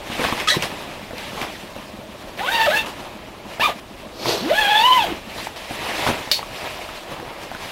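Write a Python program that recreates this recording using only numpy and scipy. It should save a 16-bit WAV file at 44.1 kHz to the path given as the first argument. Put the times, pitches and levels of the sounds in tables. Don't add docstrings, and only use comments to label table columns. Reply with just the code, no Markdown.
import sys
import numpy as np
from scipy import signal
from scipy.fft import rfft, irfft, next_fast_len
from scipy.io import wavfile
from scipy.ndimage import uniform_filter1d, map_coordinates

SR = 44100
rng = np.random.default_rng(int(sys.argv[2]) if len(sys.argv) > 2 else 0)


def convert_level_to_amplitude(level_db):
    exponent = np.asarray(level_db, float) / 20
    return 10 ** exponent


def to_wav(s):
    ch = np.atleast_2d(s).T
    pcm = np.round(np.clip(ch, -1, 1) * 32767)
    wavfile.write(sys.argv[1], SR, pcm.astype(np.int16))


N = 340055
TIME = np.arange(N) / SR

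# (frequency [Hz], level [dB])
FLAP = [(20, -22), (45, -4.5), (80, -3), (200, -2.5), (350, -1.5), (500, -10), (900, -51), (1500, -120)]


def unit(x):
    return x / np.sqrt(np.mean(x ** 2) + 1e-20)


def along(points, hz):
    f, v = np.transpose(points)
    return np.interp(np.log(hz + 1), np.log(f + 1), v)


def curves(rows):
    s, *cols = np.transpose(rows)
    return [np.interp(TIME, s, c) for c in cols]


def wobble(rate_hz):
    t = TIME[::8]
    knots = rng.standard_normal(int(N * rate_hz / SR) + 4)
    return np.interp(TIME, t, map_coordinates(knots, [t * rate_hz]))


def filtered(x, response):
    m = next_fast_len(N + SR // 4, True)
    return irfft(rfft(x, m) * response(np.fft.rfftfreq(m, 1 / SR)), m)[:N]


def coloured(x, spectrum):
    return unit(filtered(x, lambda hz: convert_level_to_amplitude(along(spectrum, hz))))


def resonant(x, modes):
    def response(f):
        total = 0
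        for k, (centre, width, db) in enumerate(modes):
            band = 1j * f * width
            total = total + (-1) ** k * convert_level_to_amplitude(db) * band / (centre * centre - f * f + band)
        return total
    return filtered(x, response)


def patchy(x, depth_db, size=4):
    z = signal.stft(np.pad(x, (0, 512)), nperseg=256)[2]
    field = uniform_filter1d(rng.standard_normal(z.shape), size, 0)
    field = uniform_filter1d(field, 2 * size, 1)
    return unit(signal.istft(z * convert_level_to_amplitude(depth_db * unit(field)), nperseg=256)[1][:N])


def ring(t, hz, t60):
    return np.sin(2 * np.pi * hz * t) * convert_level_to_amplitude(-60 * t / t60)


def add(track, s, sound):
    start = round(s * SR)
    track[start:][:len(sound)] += sound[:N - start]


def swell(t, s, db, rise, fall):
    return db - 10 * np.maximum((s - t) / np.abs(rise), (t - s) / np.abs(fall))


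def effort():
    # (peak time [s], effort [dB], rise [s per 10 dB], fall [s per 10
    # dB], brightness [dB])
    cloth_moves = [(.13, -33.5, 0.1, 0.18, -2), (.24, -25.5, .12, 0.19, -1.5), (.41, -29.5, 0.12, .05, 0.5),
                   (.55, -26.5, 0.03, .06, 3), (.607, -37, .01, .05, 8), (0.629, -26, 0.01, 0.07, 0),
                   (.73, -37, 0.4, 0.65, -1.5), (1.18, -36, 0.03, 0.31, 4), (1.43, -30, 0.13, 0.06, -3),
                   (1.61, -40, -0.2, .05, 3), (1.775, -41, 0.04, 0.1, -1), (2.134, -44.5, .05, 0, -2.5),
                   (2.23, -42, -0.06, 0, 9), (2.83, -35, 0.5, 0.16, -3.5), (2.86, -32.5, 0, .06, 2),
                   (3.04, -38, 0.14, 0.15, -1), (3.28, -44.5, 0.1, 0.2, -4.5), (3.526, -37, 0.07, 0.08, 0),
                   (3.71, -39, 0.16, 0, -9), (3.8, -40, 0.16, 0, 3), (4.016, -45.5, -0.4, .3, 2),
                   (.88, -41.5, 0, .15, -2), (2.287, -43, .02, .03, 8), (1.52, -42.5, 0.5, -1, 4),
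                   (4.5, -41.5, 0.18, 0.1, -8.5), (5.11, -39.5, 0.14, 0.04, -12.5), (5.16, -39, .1, 0.2, 2),
                 (5.3, -40, .025, 0.2, 4), (5.38, -35, .06, 0.14, -2.5), (5.45, -33, 0.13, .05, 6),
                 (6.59, -34.5, 0.17, 0.14, 0), (6.71, -35.5, 0.13, 0.1, 1), (7.3, -40, 0.2, 0.14, -4.5),
                 (5.56, -36.5, 0, .3, 2), (5.72, -35.5, 0.06, 0.2, 1.5), (5.9, -31, 0.14, 0.16, -3),
                 (6.0, -27, 0.22, 0.16, 0.5), (6.075, -23.5, 0.084, 0.105, -4), (6.24, -38, .15, 0.26, 8),
                 (6.66, -35, 0.17, 0.18, -1), (6.82, -35.5, .05, .1, 2.5), (6.98, -37.5, 0.3, 0.1, 0.5),
                 (7.11, -37, 0.1, 0.25, -3), (7.436, -38, 0.08, 0.1, 1), (7.644, -36, 0.2, -1, -0.5),
                 (7.71, -35, 0.13, 0.06, 1)]
    # (rest level [dB], usual level [dB], growth with effort [dB/dB], brightness share [dB/dB])
    layers = [
        (-50.5, -44, 0.87, -1.07),
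        (-46, -37, 0.96, -0.87),
        (-57, -36, 1.07, 0.059),
        (-70, -42.5, 1.07, 0.35),
    ]
    usual_effort_db = -35
    s, db, rise, fall, bright = np.transpose(cloth_moves)[:, :, None]
    t = TIME[::32]
    moves = swell(t, s, db, rise, fall) - usual_effort_db
    levels = []
    for rest_db, usual_db, grows, share in layers:
        moving = convert_level_to_amplitude(2 * (usual_db + grows * moves + share * bright)).sum(0)
        levels.append(np.interp(TIME, t, 10 * np.log10(convert_level_to_amplitude(2 * rest_db) + moving)))
    return levels


def cloth():
    # (frequency [Hz], level [dB])
    fold_spectrum = [(150, -120), (300, -11.5), (500, -3), (650, 0), (950, -1), (1300, -6), (1700, -14.5),
                     (3500, -120)]
    swish_spectrum = [(600, -120), (1200, -22.5), (1700, -1.5), (2500, -0.5), (3300, -3.5), (4000, -8.5),
                      (5000, -24.5), (8000, -120)]
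    fizz_spectrum = [(2000, -120), (3600, -1.5), (4400, 0.5), (5200, -0.5), (6500, -5.5), (9000, -8.5),
                     (12000, -9), (14000, -13), (15700, -18)]
    spectra = (FLAP, fold_spectrum, swish_spectrum, fizz_spectrum)
    levels = effort()
    chance, size, sign = rng.random((3, N))
    clicks = chance < 700 / SR * convert_level_to_amplitude(3 * wobble(25))
    creases = clicks * (size + 1e-2) ** -.25 * np.sign(sign - .5)
    flutter = wobble(30)
    sound = np.zeros(N)
    for level_db, spectrum, crackle in zip(levels, spectra, (0.62, 0.68, 0.42, 0.29)):
        rubbing = patchy(rng.standard_normal(N), depth_db=2.0)
        rub = coloured(rubbing + crackle * unit(creases), spectrum)
        sound += convert_level_to_amplitude(level_db + 0.73 * flutter + 0.47 * wobble(22)) * rub
    return sound


def air():
    # (frequency [Hz], level [dB per Hz])
    air_spectrum = [(15, -31), (25, 10.5), (148, -8), (299, -10.5), (380, -14.5), (618, 8.5), (831, -15),
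                    (1030, -2.5), (1350, -15), (2720, -8), (7180, -21), (12000, -24.5), (15700, -28)]
    return convert_level_to_amplitude(-43.5) * coloured(patchy(rng.standard_normal(N), depth_db=2.5), air_spectrum)


def snaps():
    # (time [s], peak level [dB], pitch [Hz], thud level [dB])
    fold_snaps = [(0.099, -20.5, 1030, -6.5), (0.194, -14, 520, -7.5), (0.24, -5, 1630, -27),
                  (0.249, -7.5, 1140, -28), (0.285, -12, 1050, -28), (0.324, -7, 1100, -12),
                  (0.655, -19, 5000, -30), (0.377, -14, 1900, -32), (0.381, -16, 920, -30),
                  (0.15, -17, 754, -20), (0.216, -16, 500, -12), (0.4, -10, 2400, -32),
                  (0.623, -3.5, 2770, -34), (0.636, -19, 2630, -26), (0.654, -18, 900, -19),
                  (0.88, -27.5, 643, -22), (1.108, -19, 668, -17), (1.132, -20.5, 490, -8),
                  (1.181, -18, 4500, -30), (1.415, -8, 2320, -19), (1.762, -19, 570, -14),
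                  (1.988, -28, 533, -4), (3.596, -9, 680, -26), (4.256, -8.5, 979, -37),
                  (4.289, -20, 401, -28), (4.309, -17, 446, -35),
                  (5.469, -12.5, 860, -41), (5.708, -14, 723, -11.5), (6.065, -4, 1060, -21),
                    (6.076, -13.5, 925, -24), (6.088, -9.5, 1050, -7.5), (6.101, -14, 565, -5.5),
                    (6.274, -22, 900, -10), (5.888, -17, 700, -20), (6.036, -14, 2400, -30),
                    (6.073, -8, 1500, -20), (6.143, -16, 1900, -25), (6.391, -13, 883, -37),
                    (6.428, -13, 1140, -26), (6.671, -20, 690, -33), (6.789, -22.5, 902, -28),
                    (6.888, -18, 1260, -17), (7.082, -25, 477, -27), (7.116, -20.5, 554, -10),
                    (7.123, -21, 452, -23), (7.198, -20.5, 786, -10), (7.226, -21, 444, -20),
                    (7.278, -21.5, 765, -20.5), (7.514, -16.5, 746, -21), (7.522, -22.5, 930, -14.5),
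                    (7.548, -15, 1500, -24), (7.624, -21, 956, -24), (7.669, -25, 770, -21)]
    snap_delay_s = .0012
    sound, t = np.zeros(N), np.arange(SR // 16) / SR
    for s, db, hz, thud_db in fold_snaps:
        noise = rng.standard_normal((2, len(t)))
        fold = 1.24 * (1 - np.exp(-t * hz * 3.2)) * ring(t, hz, 12 / hz)
        fold += .6 * ring(t, 2.1 * hz, 5 / hz)
        puff = 0.65 * convert_level_to_amplitude(-60 * t / 0.015) * uniform_filter1d(np.diff(noise[0], prepend=0), size=12)
        edge_db = -45 - .6 * db
        edge = convert_level_to_amplitude(edge_db) * convert_level_to_amplitude(-60 * t / 0.005) * np.diff(noise[1], prepend=0)
        thud = convert_level_to_amplitude(thud_db + 8) * ring(t, 268, 0.025)
        add(sound, s + snap_delay_s, convert_level_to_amplitude(db - 2.0) * (fold + puff + edge + thud))
    return sound


def landings():
    # (time [s], peak level [dB], pitch [Hz], t60 [s])
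    drops = [
        (0.565, -13, 175, 0.045),
        (4.261, -34, 126, 0.21),
    ]
    delay_s = .0012
    sound, t = np.zeros(N), np.arange(SR // 16) / SR
    for s, db, hz, t60 in drops:
        thump = ring(t, hz, t60) + 1.3 * ring(t, 2.1 * hz, 0.6 * t60)
        add(sound, s + delay_s, convert_level_to_amplitude(db + 6) * (1 - np.exp(-t / .0025)) * thump)
    return sound


def tent(x):
    # (frequency [Hz], t60 [s])
    decay = [(200, 0.16), (2000, 0.17), (10000, 0.13)]
    hz, t, z = signal.stft(rng.standard_normal(SR // 4), SR, nperseg=256)
    tail = signal.istft(z * convert_level_to_amplitude(-60 * t / along(decay, hz)[:, None]), SR, nperseg=256)[1]
    return signal.fftconvolve(np.pad(x, (150, 0)), tail / np.linalg.norm(tail))[:N]


def engine():
    # (first knock [s], period [s], last knock [s])
    first_s, period_s, last_s = (.116, .15165, 5.5)
    # (frequency [Hz], width [Hz], level [dB])
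    exhaust = [(205, 19, -4), (308.5, 17, -9)]
    blows = np.zeros(N)
    times = np.arange(first_s, last_s, period_s)
    size = convert_level_to_amplitude(1.05 * rng.standard_normal((60, 2)))[:len(times)]
    blows[np.round(times * SR).astype(int)] = size[:, 0]
    blows[np.round((times + .05) * SR).astype(int)] = 0.31 * size[:, 1]
    knock = resonant(resonant(blows, exhaust), [(240, 270, 0)])
    running = np.clip((last_s - TIME) / .05, 0, 1)
    rumble = running * coloured(rng.standard_normal(N), FLAP)
    return convert_level_to_amplitude(-29) * knock / np.abs(knock).max() + convert_level_to_amplitude(-46) * rumble


def squeal():
    # (time [s], rib rate [1/s], level [dB])
    strum = [
        (.47, 1200, -36),
        (.476, 1300, -17),
        (.486, 1800, -15),
        (.503, 2000, -15),
        (.53, 1950, -19),
        (.558, 1800, -30),
    ]
    during = slice(round(strum[0][0] * SR), round(strum[-1][0] * SR))
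    rate, level_db = (c[during] for c in curves(strum))
    k = np.arange(2, 8)[:, None]
    ribs = np.cumsum(rate * (1 + .04 * wobble(600)[during])) / SR
    rough = uniform_filter1d(rng.standard_normal((len(k), len(rate))), size=40, axis=1)
    overtones = convert_level_to_amplitude(-4 * k) * (.5 + 5 * rough) * np.sin(2 * np.pi * k * ribs)
    sound = np.zeros(N)
    sound[during] = convert_level_to_amplitude(level_db) * overtones.sum(0)
    return sound


def skids():
    # (time [s], peak level [dB], low tone [Hz], high tone [Hz])
    scrapes = [
        (0.4725, -5.5, 1260, 2550),
        (0.4833, -1, 1870, 3380),
        (0.4926, -14, 1720, 4150),
        (0.5004, -2.5, 1855, 3920),
        (0.509, -5, 1950, 3950),
        (0.52, -7.5, 1900, 3900),
        (0.5318, -12, 1900, 3760),
        (0.545, -18, 910, 4000),
    ]
    sound, t = np.zeros(N), np.arange(SR // 8) / SR
    for s, db, low_hz, high_hz in scrapes:
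        envelope = convert_level_to_amplitude(-60 * t / 0.036) * (1 - np.exp(-t / 0.003))
        shake = uniform_filter1d(envelope * rng.standard_normal(len(t)), size=3)

        def mode(hz, q):
            return signal.lfilter(*signal.iirpeak(hz, q, SR), shake)

        tones = 1.43 * mode(low_hz, 17) + 1.5 * mode(high_hz, 22)
        fixed_tone = 0.38 * mode(3300, 12)
        over = 0.08 * (mode(1.5 * high_hz, 12) + mode(2 * high_hz, 12))
        add(sound, s, convert_level_to_amplitude(db + 12.5) * (tones + fixed_tone + over + 0.04 * shake))
    return sound


def groans():
    # (time [s], level [dB], pitch [Hz])
    answers = [
        (.473, -13, 1270),
        (.518, -16.5, 600),
        (.542, -14.5, 1040),
        (6.315, -20, 600),
    ]
    sound, t = np.zeros(N), np.arange(SR // 8) / SR
    for s, db, hz in answers:
        add(sound, s, convert_level_to_amplitude(db) * (1 - np.exp(-t / 0.0032)) * ring(t, hz, 0.062))
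    return sound


def zipper():
    # (start time [s], end time [s])
    travels = [
        (2.37, 2.825),
        (3.595, 3.73),
        (4.4, 5.17),
    ]
    # (time [s], tooth rate [1/s], force [dB], tape hum over force [dB])
    first_pull = [
        (2.37, 270, -33, -18),
        (2.385, 310, -30, -18),
        (2.395, 345, -28.5, -18),
        (2.458, 540, -26.5, -6),
        (2.49, 770, -26, -10),
        (2.53, 960, -21.5, -10),
        (2.55, 920, -22.5, -8),
        (2.61, 900, -20.5, 1),
        (2.662, 930, -21, -9),
    ]
    restart = [
        (2.667, 650, -23, 5),
        (2.684, 560, -25, 14),
        (2.71, 655.6, -21, 3),
        (2.72, 808, -25, -9),
        (2.776, 900.3, -19, -12),
        (2.82, 860, -30, -14),
    ]
    short_pull = [
        (3.595, 790, -31, -11),
        (3.607, 870, -21, -8),
        (3.618, 940, -21, -6),
        (3.627, 1090, -21, 1),
        (3.639, 1240, -19.5, -3),
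        (3.66, 1220, -19.5, -1),
        (3.674, 990, -23, 1),
        (3.698, 640, -26, -2),
        (3.73, 282.5, -37.5, -10),
    ]
    last_pull = [
        (4.4, 138, -37.5, 9),
        (4.49, 380, -29.5, 3),
        (4.5, 492, -24.5, 7),
        (4.515, 630, -27, 15),
        (4.551, 795.6, -22, -18),
        (4.595, 880, -19.5, -4),
        (4.645, 800, -20, -3),
        (4.69, 825, -21, 3),
                 (4.766, 858, -19, -1),
        (4.803, 870, -19.5, 0),
        (4.83, 945, -20, -3),
        (4.88, 1020, -20.5, 5),
        (4.95, 1020, -22, 5),
        (5.04, 787.5, -23.5, 0.5),
        (5.06, 569.6, -27.5, -6),
        (5.125, 300, -31, 7),
        (5.17, 170, -57, -2),
    ]
    # (frequency [Hz], width [Hz], level [dB])
    slider_modes = [(600, 250, -1), (1820, 970, -3), (2650, 940, 1), (3440, 900, -0.5), (4460, 1230, -9.5)]
    # (frequency [Hz], level [dB])
    coil = [(2500, -120), (4500, -7), (5500, -1), (8000, -5), (11000, -5), (13000, -3.5), (15700, -9.5)]
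    # (frequency [Hz], level [dB])
    tape = [(500, -6), (750, 3), (1100, 0), (1300, -4), (1700, 2), (2000, -13), (2400, 4.5)]
    # (time [s], overtone [-], level [dB], length [s])
    catches = [(2.53, 4, -29, .012), (2.555, 4, -26, .012), (2.55, 2, -27, .03), (2.565, 3, -29, .02),
               (2.6, 2, -25, .02), (2.606, 5, -28, .008), (2.616, 4, -26, .014), (2.635, 2, -27, .015),
               (2.652, 3, -27, .014), (2.663, 2, -26, .012), (2.666, 5, -29, .008), (2.735, 2, -25, .015),
               (2.765, 2, -30, .018), (2.77, 3, -29, .02), (2.79, 4, -29, .01), (2.796, 3, -28, .01),
               (3.611, 2, -28, .005), (3.614, 3, -24, .009), (3.64, 2, -22, .009), (3.641, 3, -23, .006),
               (3.66, 3, -26, .006), (4.555, 5, -31, .02), (4.592, 2, -21, .016), (4.623, 4, -28, .012),
               (4.65, 3, -29, .02), (4.715, 4, -29, .02), (4.725, 3, -28, .025), (4.772, 4, -22, .022),
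               (4.803, 5, -28, .014), (4.825, 4, -28, .016), (4.84, 3, -25, .01), (4.87, 3, -29, .015),
               (4.925, 3, -26, .02), (4.96, 3, -28, .015), (5.003, 3, -25, .014), (5.025, 4, -30, .015),
               (4.66, 2, -28, .04), (4.74, 2, -28, .04), (4.68, 4, -31, .04), (4.86, 2, -29, .03),
               (4.96, 2, -28, .02), (4.9, 4, -34, .04), (2.56, 5, -33, .03), (2.49, 2, -28, .012),
               (2.45, 2, -29, .015), (4.8, 1, -21, .012), (4.85, 1, -21, .016), (4.91, 1, -21, .018),
               (4.986, 1, -19, .014), (3.663, 1, -23, .007)]
    slow_share, fast_share = (.013, .019)

    rate, rasp_db, tape_db = curves(first_pull + restart + short_pull + last_pull)
    hum_db = rasp_db + tape_db
    octave_db = rasp_db - 7.5 - .38 * tape_db + along(tape, 2 * rate)
    slowing = np.clip(-np.gradient(np.log(rate)) * SR, 0, 8)
    octave_db -= 2.5 * slowing
    hiss_db = .63 * rasp_db - 24.5 + 3 * np.log2(rate / 800)
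    on = sum(np.clip(np.minimum(TIME - start, end - TIME) / .005, 0, 1) for start, end in travels)
    teeth = np.cumsum(rate * (1 + slow_share * wobble(60) + fast_share * wobble(300))) / SR

    hum = convert_level_to_amplitude(hum_db + .5 + 3 * wobble(90)) * np.sin(2 * np.pi * teeth)
    hum += convert_level_to_amplitude(octave_db - 5 + 4.5 * wobble(100)) * np.sin(4 * np.pi * teeth)
    flicker = convert_level_to_amplitude(3 * wobble(150))
    for s, k, db, length in catches:
        near = slice(round((s - .1) * SR), round((s + .1) * SR))
        bump = np.exp(-((TIME[near] - s) / length) ** 2) * flicker[near]
        hum[near] += convert_level_to_amplitude(db + 4.5) * bump * np.sin(2 * np.pi * round(k) * teeth[near])

    knock = np.exp(30 * (np.cos(2 * np.pi * teeth) - 1))
    grit = knock ** .1 * rng.standard_normal(N)
    rocking = patchy((knock - .07) * convert_level_to_amplitude(1.5 * wobble(500)), depth_db=5, size=4)
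    pushes = .62 * rocking + .95 * unit(grit)
    force = np.abs(uniform_filter1d(resonant(pushes, slider_modes[1:]) ** 2, SR // 12))
    rasp = resonant(pushes, slider_modes) / np.sqrt(force + 1e-9)
    hiss = coloured(grit + 0.77 * rng.standard_normal(N), coil)
    rasp = convert_level_to_amplitude(rasp_db - 3 + 0.46 * wobble(60)) * rasp
    hiss = convert_level_to_amplitude(hiss_db + 1.2 * wobble(40)) * hiss
    return on * (hum + rasp + hiss)


def tug():
    # (peak time [s], level [dB], rise [s per 10 dB], fall [s per 10 dB])
    tug_move = (4.29, -18.5, 0.055, 0.11)
    # (frequency [Hz], level [dB per Hz])
    drag = [(60, -38), (120, -6.5), (200, -26), (350, -0.5), (700, -6.5), (1000, -10), (1600, -15.5),
            (2700, -13), (4500, -10), (5500, -15.5), (7500, -25.5), (10000, -30.5), (12000, -25),
            (15700, -39)]
    rub = coloured(patchy(rng.standard_normal(N), depth_db=1.5), drag)
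    return convert_level_to_amplitude(swell(TIME, *tug_move) + 0.96 * wobble(90)) * rub


def clink():
    # (hit time [s], damped time [s])
    start_s, end_s = (6.3145, 6.393)
    # (frequency [Hz], level [dB], t60 [s])
    frame_modes = [(1900, -4, 0.031), (2350, -2.5, 0.041), (3030, -4.5, 0.093), (3724, -3, .07),
                   (4285, -4, 0.35), (4433, 0, 0.3), (4900, -5, 0.05), (5840, -17, .08)]
    # (frequency [Hz], level [dB])
    jangle = [(300, -120), (1200, -28), (2200, -3), (3200, 1), (4500, 7.5), (5600, -1.5), (9000, -9.5),
              (12000, -9), (15700, -13)]
    sound, t = np.zeros(N), np.arange(SR // 8) / SR
    damped = np.clip((end_s - start_s - t) / .006, 0, 1)
    modes = sum(convert_level_to_amplitude(db) * ring(t, hz, t60) for hz, db, t60 in frame_modes)
    rattle = coloured(rng.standard_normal(N), jangle)[:len(t)]
    rattle *= convert_level_to_amplitude(-60 * t / 0.3) + 1.4 * convert_level_to_amplitude(-60 * t / 0.028)
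    add(sound, start_s, convert_level_to_amplitude(-16.5) * damped * (.95 * modes + 0.72 * rattle))
    return sound


def scene():
    near = snaps() + landings() + squeal() + skids() + groans() + zipper() + clink()
    mono = near + convert_level_to_amplitude(-7) * tent(near) + cloth() + tug() + engine() + air()
    return np.array([mono, mono])


def top_cut(x):
    return signal.sosfilt(signal.butter(12, 16440, fs=SR, output="sos"), x)


def record(dry):
    # (frequency [Hz], level [dB])
    trace_spectrum = [(2500, -70), (4500, -14), (8000, 0), (13000, -6)]
    top_hz = 15800
    kept = filtered(dry[0], lambda hz: hz < top_hz)
    trace = convert_level_to_amplitude(-13) * filtered(kept, lambda hz: convert_level_to_amplitude(along(trace_spectrum, hz)))
    trace *= wobble(900) * convert_level_to_amplitude(8 * wobble(25) - 9)
    return top_cut(np.array([kept + trace, kept - trace]))


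dry = scene()
out = record(dry)
to_wav(out)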